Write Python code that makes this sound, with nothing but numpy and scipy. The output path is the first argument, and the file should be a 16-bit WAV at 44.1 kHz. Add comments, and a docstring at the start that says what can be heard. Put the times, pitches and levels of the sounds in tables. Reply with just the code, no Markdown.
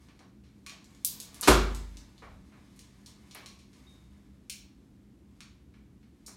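"""A wooden bow is shot in a bare room, over a low ventilation hum.
Sleeves rustle, arrow shafts tap, and at 1.05 s the nock clicks onto the string. At 1.41 s the string is
loosed and the shaft hisses along the bow. At 1.48 s the string slams home and the arrow strikes a target
close by; the wood rings, the string hums and buzzes out. At 2.2 s the bow is lowered with a soft bump,
then arrows are handled with small clicks and scrapes."""
import sys
import numpy as np
from scipy import signal
from scipy.fft import rfft, irfft, next_fast_len
from scipy.io import wavfile
from scipy.ndimage import map_coordinates

SR = 44100
rng = np.random.default_rng(int(sys.argv[2]) if len(sys.argv) > 2 else 0)


def bounce(signal):
    """Save signal as a 16-bit WAV file at the path given by the first command-line argument."""
    frames = np.transpose(np.atleast_2d(signal))
    limited = np.clip(frames, -1, 1)
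    pcm = np.round(limited * 32767).astype(np.int16)
    wavfile.write(sys.argv[1], SR, pcm)


N = 280696
TOP_HZ = 16000

# spectrum of a hard blow: freq_hz, gain_db
BLOW_SPECTRUM = [(40, -42.5), (110, -22.5), (200, -10.5), (380, -3.5), (560, -11), (850, -9), (1350, -5.5),
                 (1900, -15), (2400, -14.5), (4200, -17), (8000, -21), (12000, -24), (15500, -38)]
# resonances of an arrow shaft: centre_hz, gain_db
SHAFT_PEAKS = [(1120, 4), (2300, 6), (4200, 6), (5600, 5), (6700, 3.5), (9200, 7.5)]
SHAFT_WIDTH = 0.048  # fraction of centre_hz


def shot():
    """String stop and arrow strike crack through the room and set the wood ringing."""
    # hard blows: start_s, level_db, length_s
    blows = [(1.4744, -16.5, 0.022), (1.4804, -13, 0.017), (1.485, -16.5, 0.021)]
    # modes of bow and shaft: pitch_hz, relative_db, t60_s
    wood_modes = [(137.5, -7, 0.66), (190.5, -14, 0.74), (241.4, -10, 0.8), (299.3, -0.5, 0.27),
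                  (338.4, -7.5, 0.38), (364, 1.5, 0.42), (395.5, -0.5, 0.46), (479.6, -4, 0.28),
                  (542, -6, .35), (611.5, -5.5, .35), (764, -8, 0.23), (945, -8, .25), (1017, -6, 0.4),
                  (1227, -11, 0.15), (1372, -6, 0.46), (1450, -9.5, 0.12), (2130, -15, .3),
                  (3370, -20.5, .3), (4097, -9, .25)]
    out = np.zeros(N)
    for start_s, level_db, length_s in blows:
        crack = contact(length_s, lambda hz: amp(along(BLOW_SPECTRUM, hz)), grain_db=3.5, touch=0.76)
        add(out, start_s, amp(level_db) * in_room(crack, wet_db=1.5))
    ring_start_s = blows[1][0]
    for pitch_hz, relative_db, t60_s in wood_modes:
        add(out, ring_start_s, amp(relative_db - 20) * ring(pitch_hz, t60_s, attack_s=0.0027, drift=4))
    return out


def bowstring(start_s=1.482, rest_hz=50.1, stretch=0.35, settle_s=0.025, t60_s=1.05, damped_at_s=1.99):
    """Wide first swings stretch the string and raise its pitch; it slaps the limb once a swing."""
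    t = np.arange(SR) / SR
    pitch_hz = rest_hz * (1 + stretch * np.exp(-t / settle_s))
    phase = 2 * np.pi * np.cumsum(pitch_hz) / SR
    swing = amp(-60 * t / t60_s) * (1 - np.exp(-t / 0.01))
    hum = amp(-17) * swing * np.sin(phase)
    limbs = amp(-35) * ring(pitch_hz=80, t60_s=1.6, attack_s=0.0089, drift=1.6)
    hand_damping = amp(-60 * np.maximum(start_s + t - damped_at_s, 0) / 0.86)
    on_limb = ((1 + np.cos(phase)) / 2) ** 6
    slaps = on_limb * amp(-60 * t / 0.36) * noise(BLOW_SPECTRUM)[:len(t)]
    out = np.zeros(N)
    add(out, start_s, hand_damping * (hum + limbs))
    add(out, start_s, amp(-17.5) * in_room(slaps, wet_db=-7.5))
    return out


def shaft_slide():
    """The loosed shaft scrapes over the arrow rest."""
    # scrape envelope: time_s, level_db
    levels = [(1.405, -70.5), (1.426, -43.5), (1.430, -28.5), (1.438, -31), (1.448, -37), (1.472, -37),
              (1.48, -61.5)]
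    # scrape spectrum: freq_hz, gain_db
    spectrum = [(120, -36.5), (200, -3), (923, -8.5), (1210, -0.5), (1430, -6), (3300, -6.5), (4030, 0.5),
                (4410, -1), (10200, -9.5), (15500, -26)]
    t = np.arange(N) / SR
    touching = (t > levels[0][0]) & (t < levels[-1][0])
    scrape = noise(spectrum) * touching * amp(curve(levels) + 1.5 * wobble(810))
    return in_room(scrape, wet_db=-1)


def nock():
    """The springy nock snaps on or off the string in one sharp pulse."""
    # snaps: start_s, level_db, low_hz, peak_hz, wet_db
    snaps = [(1.0486, -21.5, 3558, 11970, 1.5), (1.4118, -33, 6440, 10060, -7.5),
             (3.3486, -48, 8000, 10780, -5)]
    out = np.zeros(N)
    for start_s, level_db, low_hz, peak_hz, wet_db in snaps:
        colour = lambda hz: passband(hz, low_hz, TOP_HZ) * resonances(hz, [(peak_hz, 12)], width=0.41)
        snap = unit(coloured(signal.unit_impulse(SR // 100), colour))
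        add(out, start_s, amp(level_db) * in_room(snap, wet_db))
    return out


def arrow_taps(half_touch_s=0.009):
    """Shafts tap and scrape on each other and on the bow; a shaft left free rings on."""
    # shaft contacts: start_s, level_db, low_hz, knee_hz, length_s
    taps = [(0.192, -57, 900, 5800, 0.011), (0.438, -61.5, 1190, 4400, 0.086),
            (0.664, -41.5, 1170, 6900, 0.014), (0.696, -44, 1860, 5560, 0.01),
            (2.76, -61.5, 5000, 12150, 0.05), (2.792, -49.5, 2190, 8200, 0.008),
            (3.061, -47.5, 3480, 7400, 0.021), (3.311, -49.5, 2500, 5780, 0.016),
            (3.461, -44.5, 2290, 6500, 0.0025), (3.59, -57, 2200, 6200, 0.05),
            (3.731, -59.5, 1490, 6500, 0.025), (4.4978, -34.5, 2170, 11000, 0.0079),
            (5.406, -46, 1050, 5600, 0.0047), (5.739, -61, 1000, 2770, 0.034),
            (6.029, -66.5, 1397, 3400, 0.02), (6.263, -42.5, 4900, 8100, 0.037)]
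    # free shafts: start_s, pitch_hz, level_db, t60_s
    shaft_rings = [(0.666, 1136, -53, 0.3), (0.668, 2457, -48, 0.33), (3.429, 1096, -56.5, 0.63),
                   (3.866, 3730, -58.5, 0.61), (6.263, 5490, -49, 0.22)]
    out = np.zeros(N)
    for start_s, level_db, low_hz, knee_hz, length_s in taps:
        colour = lambda hz: passband(hz, low_hz, knee_hz) * resonances(hz, SHAFT_PEAKS, SHAFT_WIDTH)
        touch = 18 / (1 + length_s / half_touch_s)  # long contacts start softly, as scrapes
        tap = contact(length_s, colour, grain_db=4.5, touch=touch)
        add(out, start_s, amp(level_db) * in_room(tap, wet_db=3))
    for start_s, pitch_hz, level_db, t60_s in shaft_rings:
        add(out, start_s, amp(level_db) * ring(pitch_hz, t60_s, attack_s=0.002, drift=12))
    return out


def bow_knocks(low_hz=330, bump_s=2.215, bump_hz=70, wet_db=5):
    """Dull knocks on the bow shake the arrow lying on it; lowering the bow gives one soft bump."""
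    # hands and arrows on the wood: start_s, level_db, knee_hz, length_s
    knocks = [(0.086, -56.5, 3300, 0.011), (0.204, -55, 1390, 0.02), (0.721, -55.5, 1200, 0.021),
              (2.222, -44, 1520, 0.055), (2.522, -55, 2006, 0.09), (3.35, -42, 3400, 0.034),
              (6.279, -52, 1720, 0.028)]
    out = np.zeros(N)
    for start_s, level_db, knee_hz, length_s in knocks:
        colour = lambda hz: passband(hz, low_hz, knee_hz) * resonances(hz, SHAFT_PEAKS, SHAFT_WIDTH)
        knock = contact(length_s, colour, grain_db=3, touch=4.5)
        add(out, start_s, amp(level_db) * in_room(knock, wet_db))
    bump_colour = lambda hz: passband(hz, 0.52 * bump_hz, 1.3 * bump_hz)
    bump = contact(length_s=0.16, colour=bump_colour, grain_db=2.5)
    add(out, bump_s, amp(-43) * in_room(bump, wet_db))
    return out


def small_ticks(low_hz=3300, length_s=0.005):
    """Fingers, nock and string touch briefly, each tick with one resonance at its upper edge."""
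    # light contacts: start_s, level_db, pitch_hz
    ticks = [(0.844, -57, 7500), (0.949, -59.5, 6445), (1.2015, -37, 10530), (1.3445, -47.5, 10000),
             (1.418, -43, 11030), (1.7483, -42.5, 8000), (1.971, -48.5, 6200), (2.18, -57, 3990)]
    out = np.zeros(N)
    for start_s, level_db, pitch_hz in ticks:
        colour = lambda hz: passband(hz, low_hz, pitch_hz) * resonances(hz, [(pitch_hz, 4)], width=0.11)
        tick = contact(length_s, colour, grain_db=4)
        add(out, start_s, amp(level_db) * in_room(tick, wet_db=3))
    return out


def rubbing(ceiling_db=-56.5, rest_db=-79, flicks_per_s=100):
    """Sleeves and fletching rustle while the arms move; creases and feather barbs flick."""
    # rubbing strength: time_s, relative_db
    strength = [(0.0, -65.5), (0.37, -79.5), (0.71, -69), (0.83, -70.5), (1.1, -60), (1.24, -61.5),
                (1.45, -55), (1.61, -42), (2.02, -69), (3.12, -67.5), (3.47, -63), (3.65, -72.5),
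                (3.86, -65), (4.23, -74), (5.19, -77), (5.38, -73), (5.85, -82), (6.36, -70)]
    # rubbing spectrum with shaft resonances: freq_hz, gain_db
    spectrum = [(300, -2), (600, 3), (850, 0.5), (1110, 4.5), (1450, -1.5), (1950, 0.5), (2260, 4),
                (2650, -3.5), (3400, -1.5), (3760, -1), (4300, -4.5), (9000, -7.5), (15000, -20)]
    rub_db = np.minimum(curve(strength), ceiling_db)
    moving = 1 - np.exp(-np.maximum(rub_db - rest_db, 0) / 4)
    hiss = noise(spectrum) * amp(2.4 * wobble(13) + 3 * wobble(150))
    flicks = (rng.random(N) < flicks_per_s / SR) * amp(6 * rng.uniform(-1, 1, N))
    crackle = unit(coloured(flicks, lambda hz: passband(hz, low_hz=3500, knee_hz=9500)))
    rustle = hiss + amp(-7.5) * crackle
    return in_room(rustle * moving * amp(rub_db - 2), wet_db=6)


def ventilation():
    """Steady air rumble with a few wavering hum lines."""
    # hum lines: pitch_hz, level_db
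    lines = [(60, -67), (121, -66.5), (199.5, -63)]
    # room air spectrum: freq_hz, gain_db
    air = [(20, -31), (32, -23.5), (50, -5), (68, 7), (95, -7.5), (200, -3), (290, -2.5), (420, -16),
           (600, -24), (1100, -29), (3000, -34.5), (8000, -40), (15500, -45.5)]
    t = np.arange(N) / SR
    hum = np.zeros(N)
    for pitch_hz, level_db in lines:
        peak = np.sqrt(2) * amp(level_db + 2 * wobble(12))
        hum += peak * np.sin(2 * np.pi * pitch_hz * t + 2.3 * wobble(16))
    return hum + amp(-58.5) * noise(air)


def in_room(x, wet_db, build_s=0.0039):
    """Direct sound, near reflections and a diffuse tail at wet_db over direct; response of energy 1."""
    # room decay: freq_hz, t60_s
    decay = [(100, 0.94), (300, .55), (1000, .48), (3500, 0.47), (7000, 0.37), (11000, 0.22), (16000, 0.38)]
    # near surfaces: delay_s, gain
    walls = [(.0041, 0.49), (.0064, 0.33), (0.0132, .16), (.026, .18)]
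    hz, t, bands = signal.stft(rng.standard_normal(SR), SR, nperseg=256)
    bands *= amp(-60 * t / along(decay, hz)[:, None])
    tail = signal.istft(bands, SR, nperseg=256)[1]
    tail *= 1 - np.exp(-np.arange(len(tail)) / SR / build_s)
    response = amp(wet_db) * tail / np.linalg.norm(tail)
    response[0] += 1
    for delay_s, gain in walls:
        response[round(delay_s * SR)] += gain
    return signal.fftconvolve(x, response / np.linalg.norm(response))[:N]


def contact(length_s, colour, grain_db, touch=7):
    """A sharp first touch, then grainy friction dying within length_s; energy of 10 ms at rms 1."""
    t = np.arange(SR // 4) / SR
    fade = amp(-20 * t / length_s)
    force = rng.standard_normal(len(t)) * amp(grain_db * rng.standard_normal(len(t))) * fade
    force[0] += touch
    # whitened: a dry contact has no pitch of its own
    spectrum = rfft(force)
    force = irfft(spectrum / (np.abs(spectrum) + 1e-12), len(t)) * fade ** 0.25
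    return unit(coloured(force, colour)) / 5


def ring(pitch_hz, t60_s, attack_s, drift):
    """One decaying mode; its phase wanders about drift radians in 1 s."""
    t = np.arange(SR) / SR
    phase = 2 * np.pi * (pitch_hz * t + rng.random())
    phase += drift * np.cumsum(rng.standard_normal(SR)) / np.sqrt(SR)
    return np.sin(phase) * amp(-60 * t / t60_s) * (1 - np.exp(-t / attack_s))


def passband(hz, low_hz, knee_hz, treble_db_per_oct=15.5):
    """A small part radiates no bass, a soft touch no treble."""
    order = treble_db_per_oct / (10 * np.log10(2))
    return 1 / np.sqrt((1 + (low_hz / (hz + 1)) ** 8) * (1 + (hz / knee_hz) ** order))


def resonances(hz, peaks, width):
    """Gain of (centre_hz, gain_db) peaks of one relative width."""
    return amp(sum(db / (1 + ((hz / centre_hz - 1) / width) ** 2) for centre_hz, db in peaks))


def coloured(x, colour):
    """Minimum-phase filter with gain colour(hz)."""
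    size = 2 * next_fast_len(len(x) // 2 + 4096)
    gain = np.maximum(colour(np.fft.rfftfreq(size, 1 / SR)), 1e-6)
    cepstrum = irfft(np.log(gain), size)
    cepstrum[1:size // 2] *= 2
    cepstrum[size // 2 + 1:] = 0
    return irfft(rfft(x, size) * np.exp(rfft(cepstrum)), size)[:len(x)]


def noise(spectrum):
    """Noise of rms 1 shaped by (freq_hz, gain_db) rows."""
    return unit(coloured(rng.standard_normal(N), lambda hz: amp(along(spectrum, hz))))


def wobble(knots_per_s):
    """Smooth random curve."""
    knots = rng.standard_normal(int(N * knots_per_s / SR) + 4)
    return map_coordinates(knots, [np.arange(N) * knots_per_s / SR])


def along(rows, hz):
    """Read (freq_hz, value) rows on a log axis."""
    freq_hz, values = np.transpose(rows)
    return np.interp(np.log(hz + 1), np.log(freq_hz + 1), values)


def curve(rows):
    """One value per sample from (time_s, value) rows."""
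    return np.interp(np.arange(N) / SR, *np.transpose(rows))


def add(track, start_s, sound):
    """Mix a sound into the track."""
    part = track[round(start_s * SR):][:len(sound)]
    part += sound[:len(part)]


def amp(db):
    """Decibels to gain."""
    return 10 ** (np.asarray(db) / 20)


def unit(x):
    """Scale to rms 1."""
    return x / np.sqrt(np.mean(x ** 2) + 1e-20)


def scene():
    """All sources, mono."""
    handling = arrow_taps() + bow_knocks() + small_ticks() + rubbing()
    return (handling + nock() + shaft_slide() + shot() + bowstring() + ventilation())[None]


def record(dry, low_cut_hz=30):
    """The microphone drops the deepest bass, colours the treble and cuts off at TOP_HZ."""
    # microphone response with a narrow treble dip: freq_hz, gain_db
    response = [(9300, 0), (9800, 2), (10250, -4.5), (11100, 2), (14000, -2.5), (16000, -4.5)]
    heard = signal.sosfilt(signal.butter(4, low_cut_hz, "highpass", fs=SR, output="sos"), dry)
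    size = next_fast_len(N + SR // 2)
    hz = np.fft.rfftfreq(size, 1 / SR)
    band_limit = np.clip((TOP_HZ - hz) / 400 + 0.5, 0, 1)
    return irfft(rfft(heard, size) * amp(along(response, hz)) * band_limit, size)[:, :N]


dry = scene()
out = record(dry)
bounce(out)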